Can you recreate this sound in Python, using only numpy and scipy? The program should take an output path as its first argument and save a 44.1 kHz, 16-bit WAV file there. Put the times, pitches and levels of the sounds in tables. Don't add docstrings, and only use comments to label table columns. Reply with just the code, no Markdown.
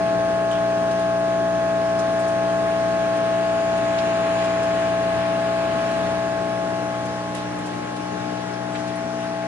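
import sys
import numpy as np
from scipy import signal
from scipy.fft import rfft, irfft, next_fast_len
from scipy.io import wavfile
from scipy.ndimage import uniform_filter1d

SR = 44100
rng = np.random.default_rng(int(sys.argv[2]) if len(sys.argv) > 2 else 0)


def digitize_waveform(pressure):
    field = np.atleast_2d(pressure).T
    bounded = np.clip(field, -1, 1)
    quanta = np.round(bounded * 32767).astype(np.int16)
    wavfile.write(sys.argv[1], SR, quanta)


def level_to_linear(level):
    exponent = np.asarray(level, float) / 20
    return 10 ** exponent


N = 417627

# time in seconds, part of the way walked back 0-1.
WALK = [(0, 0), (4.8, .014), (5.5, .055), (6.1, .102), (6.6, .287), (7, .526), (7.4, .659), (7.8, .758),
        (8.2, .829), (8.6, .857), (9.1, .976), (9.47, 1)]

# frequency in Hz, likeness of the ports 0-1.
PORT_LIKENESS = [(30, .3), (50, .9), (300, .93), (600, .75), (900, .54), (1300, .36), (2700, .12),
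                 (4000, .2), (6000, .4), (8000, .07)]
# frequency in Hz, left lead in rad.
PORT_LEAD = [(40, 2), (150, 0.6), (400, 0.05), (900, -1.5), (1300, -0.4), (1900, -1), (2700, -1.67),
             (4000, -3), (6000, -3.5), (8000, -3.5)]
# frequency in Hz, left over right in dB.
PORT_LEAN = [(40, 1), (90, 0), (150, 4.5), (400, 7.5), (600, -1.5), (1300, 3.5), (1900, 1.8), (4000, 1.1),
             (11000, 0.9)]
# frequency in Hz, left lead in rad.
HUM_LEAD = [(60, 1), (300, 0), (600, -.9), (720, -.3), (840, -.7), (1100, -1.4), (1560, -1.3), (1690, -.7)]

# frequency in Hz, density in dB per Hz.
AIR_SPECTRUM = [(30, -88), (90, -69), (150, -67), (270, -64.5), (400, -66), (900, -68.5), (1300, -70.5),
                (1900, -72), (2700, -76.5), (4000, -80.5), (7000, -86.5), (8000, -89.5), (10800, -92.5)]
# frequency in Hz, density in dB per Hz.
RUMBLE_SPECTRUM = [(40, -22), (70, -2.5), (90, -2.5), (130, -4.5), (300, -3.5), (600, -8.5), (900, -49)]
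# frequency in Hz, density in dB per Hz.
HISS_SPECTRUM = [(400, -32), (700, 7.5), (1300, 1.5), (1900, 2), (2600, 2.5), (4000, -9.5), (6000, -21),
                 (8000, -41)]
# frequency in Hz, density in dB per Hz.
WHINE_SPECTRUM = [(6000, -26), (6500, -1.5), (6950, -4), (7300, -6.5), (7900, -30.5)]
# time in seconds, hiss level in dB.
WHOOSH_PASS = [(0, -55.5), (1.4, -53), (2.1, -47.5), (3.3, -41.5), (4.3, -35.5), (5, -38), (5.9, -37),
               (6.4, -46), (9.47, -55.5)]
# centre in seconds, level in dB, half length in seconds.
SURGES = [
    (.1, -42, 0.56),
    (3.195, -48, 0.22),
    (4.293, -47, 0.31),
    (6, -46.5, 0.33),
    (6.698, -42.5, .35),
    (7.7, -48, 0.27),
]

# centre in Hz, width in Hz, start in seconds, end in seconds, level in dB.
WHISTLES = [
    (6160, 340, -4, 3.6, -56.5),
    (8860, 300, -5, 4.1, -66.5),
    (5780, 200, 6.5, 10, -58.5),
    (4070, 170, 2.5, 6.3, -59),
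]
# centre in Hz, width in Hz, start in seconds, end in seconds, level in dB.
DRONE = (85, 6, 3.5, 7.6, -49)

# peak time in seconds, peak in dB, centre in Hz, spread in octaves, length in seconds.
SPLASHES = [(0.515, -49.5, 7950, .5, 0.0089), (.535, -49, 3080, .18, .04), (.915, -46, 4500, .8, .012),
            (0.998, -51.5, 7000, .7, .015), (1.994, -45, 5500, 0.68, .015), (2.2, -52.5, 8600, 0.24, 0.022),
            (2.286, -50, 8500, 0.67, 0.023), (3.17, -54, 9000, .5, .012), (3.776, -52, 8800, .5, 0.017),
            (3.989, -40, 3800, 0.54, 0.014), (4.445, -51, 7000, .9, .015), (4.635, -48.5, 6000, 1, 0.013),
            (4.75, -57, 9500, 0.37, .012), (7.059, -52, 8000, .7, .015), (7.35, -39, 9500, .5, .0015),
            (7.37, -50.5, 8500, .7, .03), (7.59, -54, 9000, .5, .012), (7.665, -50.5, 7500, .7, .02),
            (7.967, -49, 5500, 1, .012), (8.742, -56, 7600, .12, .03), (8.755, -40, 2300, 0.7, .016),
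            (8.88, -51, 5500, 0.71, .015), (8.96, -55, 9500, .15, .015),
            (.514, -44, 3300, .25, .008), (.528, -50, 5500, .35, .012), (.56, -51, 3180, .2, .05),
           (.99, -50, 3000, .7, .1), (3.753, -52, 3000, .6, .1), (4.42, -45.5, 2800, .6, .09),
           (5.8, -53, 3300, 0.55, .08), (7.351, -44.5, 2500, .8, 0.015), (7.3525, -39, 9000, 0.56, .002),
           (7.373, -46.5, 2500, .8, .06), (8.787, -52, 4500, 0.69, .03), (8.888, -52, 2500, 0.66, .05)]
# start in seconds, peak in dB, pitch in Hz, t60 in seconds.
PLINKS = [(.511, -38, 3100, .018), (.525, -36, 3050, .03), (.553, -43, 2400, .04), (.571, -42, 2950, .025),
          (.913, -44, 3000, .03), (1.98, -45, 5100, .03), (2.125, -50, 6200, .03), (3.985, -41, 3700, .04),
          (3.989, -42, 4800, .03), (4.63, -45, 5300, .03), (7.254, -45, 7100, .015),
          (8.539, -36, 5400, .016), (8.755, -43, 3900, .03), (8.87, -50, 6300, .04)]

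# multiple of mains, near level in dB, far level in dB, near left over right in dB.
STROKE_LINES = [(1, -50, -65, -2), (2, -39, -41, 1), (3, -36, -38, 2), (4, -43, -43, 0), (5, -37, -37, 5),
                (6, -47.5, -54, 3), (7, -43, -50, 4), (9, -44.5, -56, 7), (10, -38.5, -53, 4),
                (12, -45, -54, 5), (13, -53, -52, 2), (14, -35.5, -38.5, 7), (18, -37, -44, -3),
                (21, -47, -55, 10), (22, -54, -51, 5), (24, -47, -53, 5), (26, -44, -50, -1),
                (27, -48, -52, -5), (28, -43, -52, -1), (29, -50.5, -62, 5)]
# multiple of mains, near level in dB, far level in dB, left over right in dB.
VALVE_LINES = [(39, -59, -61, -3), (43, -55, -65, 1), (45, -63, -61, -5), (55, -63, -67, -5),
               (56, -61, -68, -5), (57, -64, -70, -1), (63, -68, -72, -4), (67, -68, -72, -4),
               (69, -67, -72, -3), (76, -61, -71, -2), (78, -69, -71, -2), (80, -68, -71, -3)]
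# near level in dB, change on the walk in dB, left lead in rad, delay in rad,
# change of delay on the walk in rad.
CASING_PATHS = [
    (-20.2, -25, -.55, 0, 0),
    (-39.95, 0, .91, 3.34, 2.93),
    (-41.58, 10, -1.54, 3.24, -8.79),
]

MAINS_HZ, SAG_HZ_PER_S, NOMINAL_AT_S = 60.02, .003, 2
CASING_MULTIPLE, CASING_LEAN_DB = 11, 2
SMEAR_RAD, START_RAD = -.812, 2.26
FAINT_TO_MULTIPLE, FAINT_DB, FAINT_FADE_DB, FAINT_LEAN_SCATTER_DB = 32, -59, 1, 6
FAR_LEAN_DB = 4
SHADED_MULTIPLES, SHADE_POWER = range(9, 15), 2.6
SHORT_WAVE_MULTIPLE = 20
NULL_AT, NULL_WIDTH, NULL_DEPTH_DB = 0.63, .07, 4
AIR_DB, AIR_FADE_DB, AIR_LIFT_DB_PER_DB = -33, 1, 0.067
RUMBLE_UNDER_HISS_DB = 10.5
WHINE_FROM_S, WHINE_TO_S, WHINE_RAMP_S, WHINE_DB, WHINE_REST_DB = 3.1, 5.23, 0.75, -52.5, -65
TOP_HZ = 11040
SIDES = np.array([[.5], [-.5]])


def unit(x):
    return x / np.sqrt(np.mean(x ** 2) + 1e-20)


def along(points, hz):
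    f, v = np.transpose(points)
    return np.interp(np.log(hz + 1), np.log(f + 1), v)


def curve(rows):
    s, value = np.transpose(rows)
    return np.interp(np.arange(N) / SR, s, value)


def wobble(rate_hz):
    knots = rng.standard_normal(int(N * rate_hz / SR) + 4)
    return np.interp(np.arange(N) * rate_hz / SR, np.arange(len(knots)), knots)


def rush(spectrum, patchy_db):
    z = signal.stft(rng.standard_normal((2, N)), nperseg=512)[2]
    field = uniform_filter1d(rng.standard_normal(z.shape[1:]), size=6, axis=0)
    field = uniform_filter1d(field, size=12, axis=1)
    pair = signal.istft(z * level_to_linear(patchy_db * unit(field)), nperseg=512)[1][:, :N]
    m = next_fast_len(N + SR // 4)
    hz = np.fft.rfftfreq(m, 1 / SR)
    turn = np.arccos(np.clip(along(PORT_LIKENESS, hz), 0, 1)) / 2
    mid, side = rfft(pair, m) * [np.cos(turn), np.sin(turn)]
    skew = level_to_linear(along(PORT_LEAN, hz) / 2) * np.exp(.5j * along(PORT_LEAD, hz))
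    both = np.array([(mid + side) * skew, (mid - side) / skew])
    return unit(irfft(both * level_to_linear(along(spectrum, hz)), m)[:, :N])


def air():
    t = np.arange(N) / SR
    pass_db = curve(WHOOSH_PASS)
    air_db = AIR_DB - AIR_FADE_DB * curve(WALK) + AIR_LIFT_DB_PER_DB * (pass_db - pass_db.mean())
    flutter_db = 0.43 * wobble(8) + 0.22 * wobble(3.7)
    spectrum = sorted(AIR_SPECTRUM + [(45, -77), (6000, -84.0)])
    steady = level_to_linear(air_db + flutter_db) * rush(spectrum, patchy_db=1.14)
    surges = sum(level_to_linear(db) * np.exp(-((t - s) / half_s) ** 2) for s, db, half_s in SURGES)
    rumble = (level_to_linear(pass_db - RUMBLE_UNDER_HISS_DB) + surges) * rush(RUMBLE_SPECTRUM, patchy_db=1.0)
    hiss = level_to_linear(pass_db + 1.1 * wobble(5)) * rush(HISS_SPECTRUM, patchy_db=0.8)
    near = np.clip(np.minimum(t - WHINE_FROM_S, WHINE_TO_S - t) / WHINE_RAMP_S, 0, 1)
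    whine = (level_to_linear(WHINE_REST_DB) + level_to_linear(WHINE_DB) * near) * rush(WHINE_SPECTRUM, patchy_db=-2.0)
    return steady + rumble + hiss + whine


def whistles():
    t = np.arange(N) / SR
    out = np.zeros((2, N))
    for centre_hz, width_hz, begin_s, end_s, db in WHISTLES + [DRONE]:
        band = [(centre_hz - 2 * width_hz, -40), (centre_hz - width_hz / 2, -3), (centre_hz, 0),
                (centre_hz + width_hz / 2, -3), (centre_hz + 2 * width_hz, -40)]
        heard = np.clip(np.minimum(t - begin_s, end_s - t) / .3, 0, 1)
        out += level_to_linear(db) * heard * rush(band, patchy_db=2)
    return out


def splashes():
    out, size = np.zeros((2, N + SR)), SR // 3
    t = np.arange(size) / SR
    hz = np.fft.rfftfreq(size, 1 / SR) + 1
    for peak_s, db, centre_hz, octaves, length_s in SPLASHES:
        noise = rng.standard_normal((3, size))
        grains = noise[:2] - 0.36 * noise[2] * [[1], [-1]]
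        colour = np.exp(-.5 * (np.log2(hz / centre_hz) / octaves) ** 2) / np.sqrt(hz)
        puff = unit(irfft(rfft(grains) * colour, size))
        u = t / (length_s / 2)
        start = round((peak_s - length_s / 2) * SR)
        out[:, start:][:, :size] += level_to_linear(db + 6.5) * puff * u * np.exp(1 - u)
    return out[:, :N]


def plinks():
    out = np.zeros((2, N + SR))
    t = np.arange(SR // 10) / SR
    for s, db, hz, t60_s in PLINKS:
        ring = level_to_linear(db - 60 * t / t60_s) * (1 - np.exp(-t / .0015))
        phase = 2 * np.pi * hz * t * (1 + 2 * t) + along(PORT_LEAD, hz) * SIDES / 2
        out[:, round(s * SR):][:, :len(t)] += 2.8 * ring * np.sin(phase)
    return out[:, :N]


def casing(back):
    total = 0
    for db, change_db, lead, delay, turn in CASING_PATHS:
        gain = level_to_linear(db + change_db * back + SIDES * CASING_LEAN_DB)
        total = total + gain * np.exp(1j * (SIDES * lead + delay + turn * back))
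    return total


def pump():
    back = curve(WALK)
    null_db = -NULL_DEPTH_DB * np.exp(-((back - NULL_AT) / NULL_WIDTH) ** 2)
    t = np.arange(N) / SR
    cycle = 2 * np.pi * (MAINS_HZ * t - SAG_HZ_PER_S * (t - NOMINAL_AT_S) ** 2 / 2) - .083

    strong = [round(row[0]) for row in STROKE_LINES] + [CASING_MULTIPLE]
    faint = [(k, FAINT_DB, FAINT_DB - FAINT_FADE_DB, FAINT_LEAN_SCATTER_DB * rng.standard_normal())
             for k in range(1, FAINT_TO_MULTIPLE + 1) if k not in strong]
    lines = [(*row, FAR_LEAN_DB, HUM_LEAD) for row in STROKE_LINES + faint]
    lines += [(*row, row[-1], PORT_LEAD) for row in VALVE_LINES]

    casing_phase = CASING_MULTIPLE * cycle + SMEAR_RAD * CASING_MULTIPLE ** 2 + START_RAD
    tone = level_to_linear(0.14 * wobble(6.0)) * np.exp(1j * casing_phase)
    hum = np.sqrt(2) * np.real(casing(back) * tone)
    for k, near_db, far_db, near_lean_db, far_lean_db, leads in lines:
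        lost = back ** SHADE_POWER if round(k) in SHADED_MULTIPLES else back
        lean_db = near_lean_db + back * (far_lean_db - near_lean_db)
        level_db = near_db + lost * (far_db - near_db) + SIDES * lean_db
        flutter_db = (0.26 + 1.64 * back) * wobble(3.3)
        lead = along(leads, k * MAINS_HZ)
        if k >= SHORT_WAVE_MULTIPLE:
            level_db = level_db + null_db
            lead = lead - 0.34 * back
        gain = level_to_linear(level_db + flutter_db) * np.sqrt(2)
        room_phase = .15 * k * rng.standard_normal() * back + .08 * wobble(2)
        hum += gain * np.cos(k * cycle + SMEAR_RAD * k ** 2 + START_RAD + room_phase + SIDES * lead)
    return hum


def scene():
    return air() + whistles() + splashes() + plinks() + pump()


def low_pass(x):
    return signal.sosfilt(signal.butter(12, 12190, fs=SR, output="sos"), x)


def record(dry):
    m = next_fast_len(N + SR // 4)
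    in_band = np.fft.rfftfreq(m, 1 / SR) < TOP_HZ
    mix = irfft(rfft(dry, m) * in_band, m)[:, :N]
    return low_pass(mix)


dry = scene()
out = record(dry)
digitize_waveform(out)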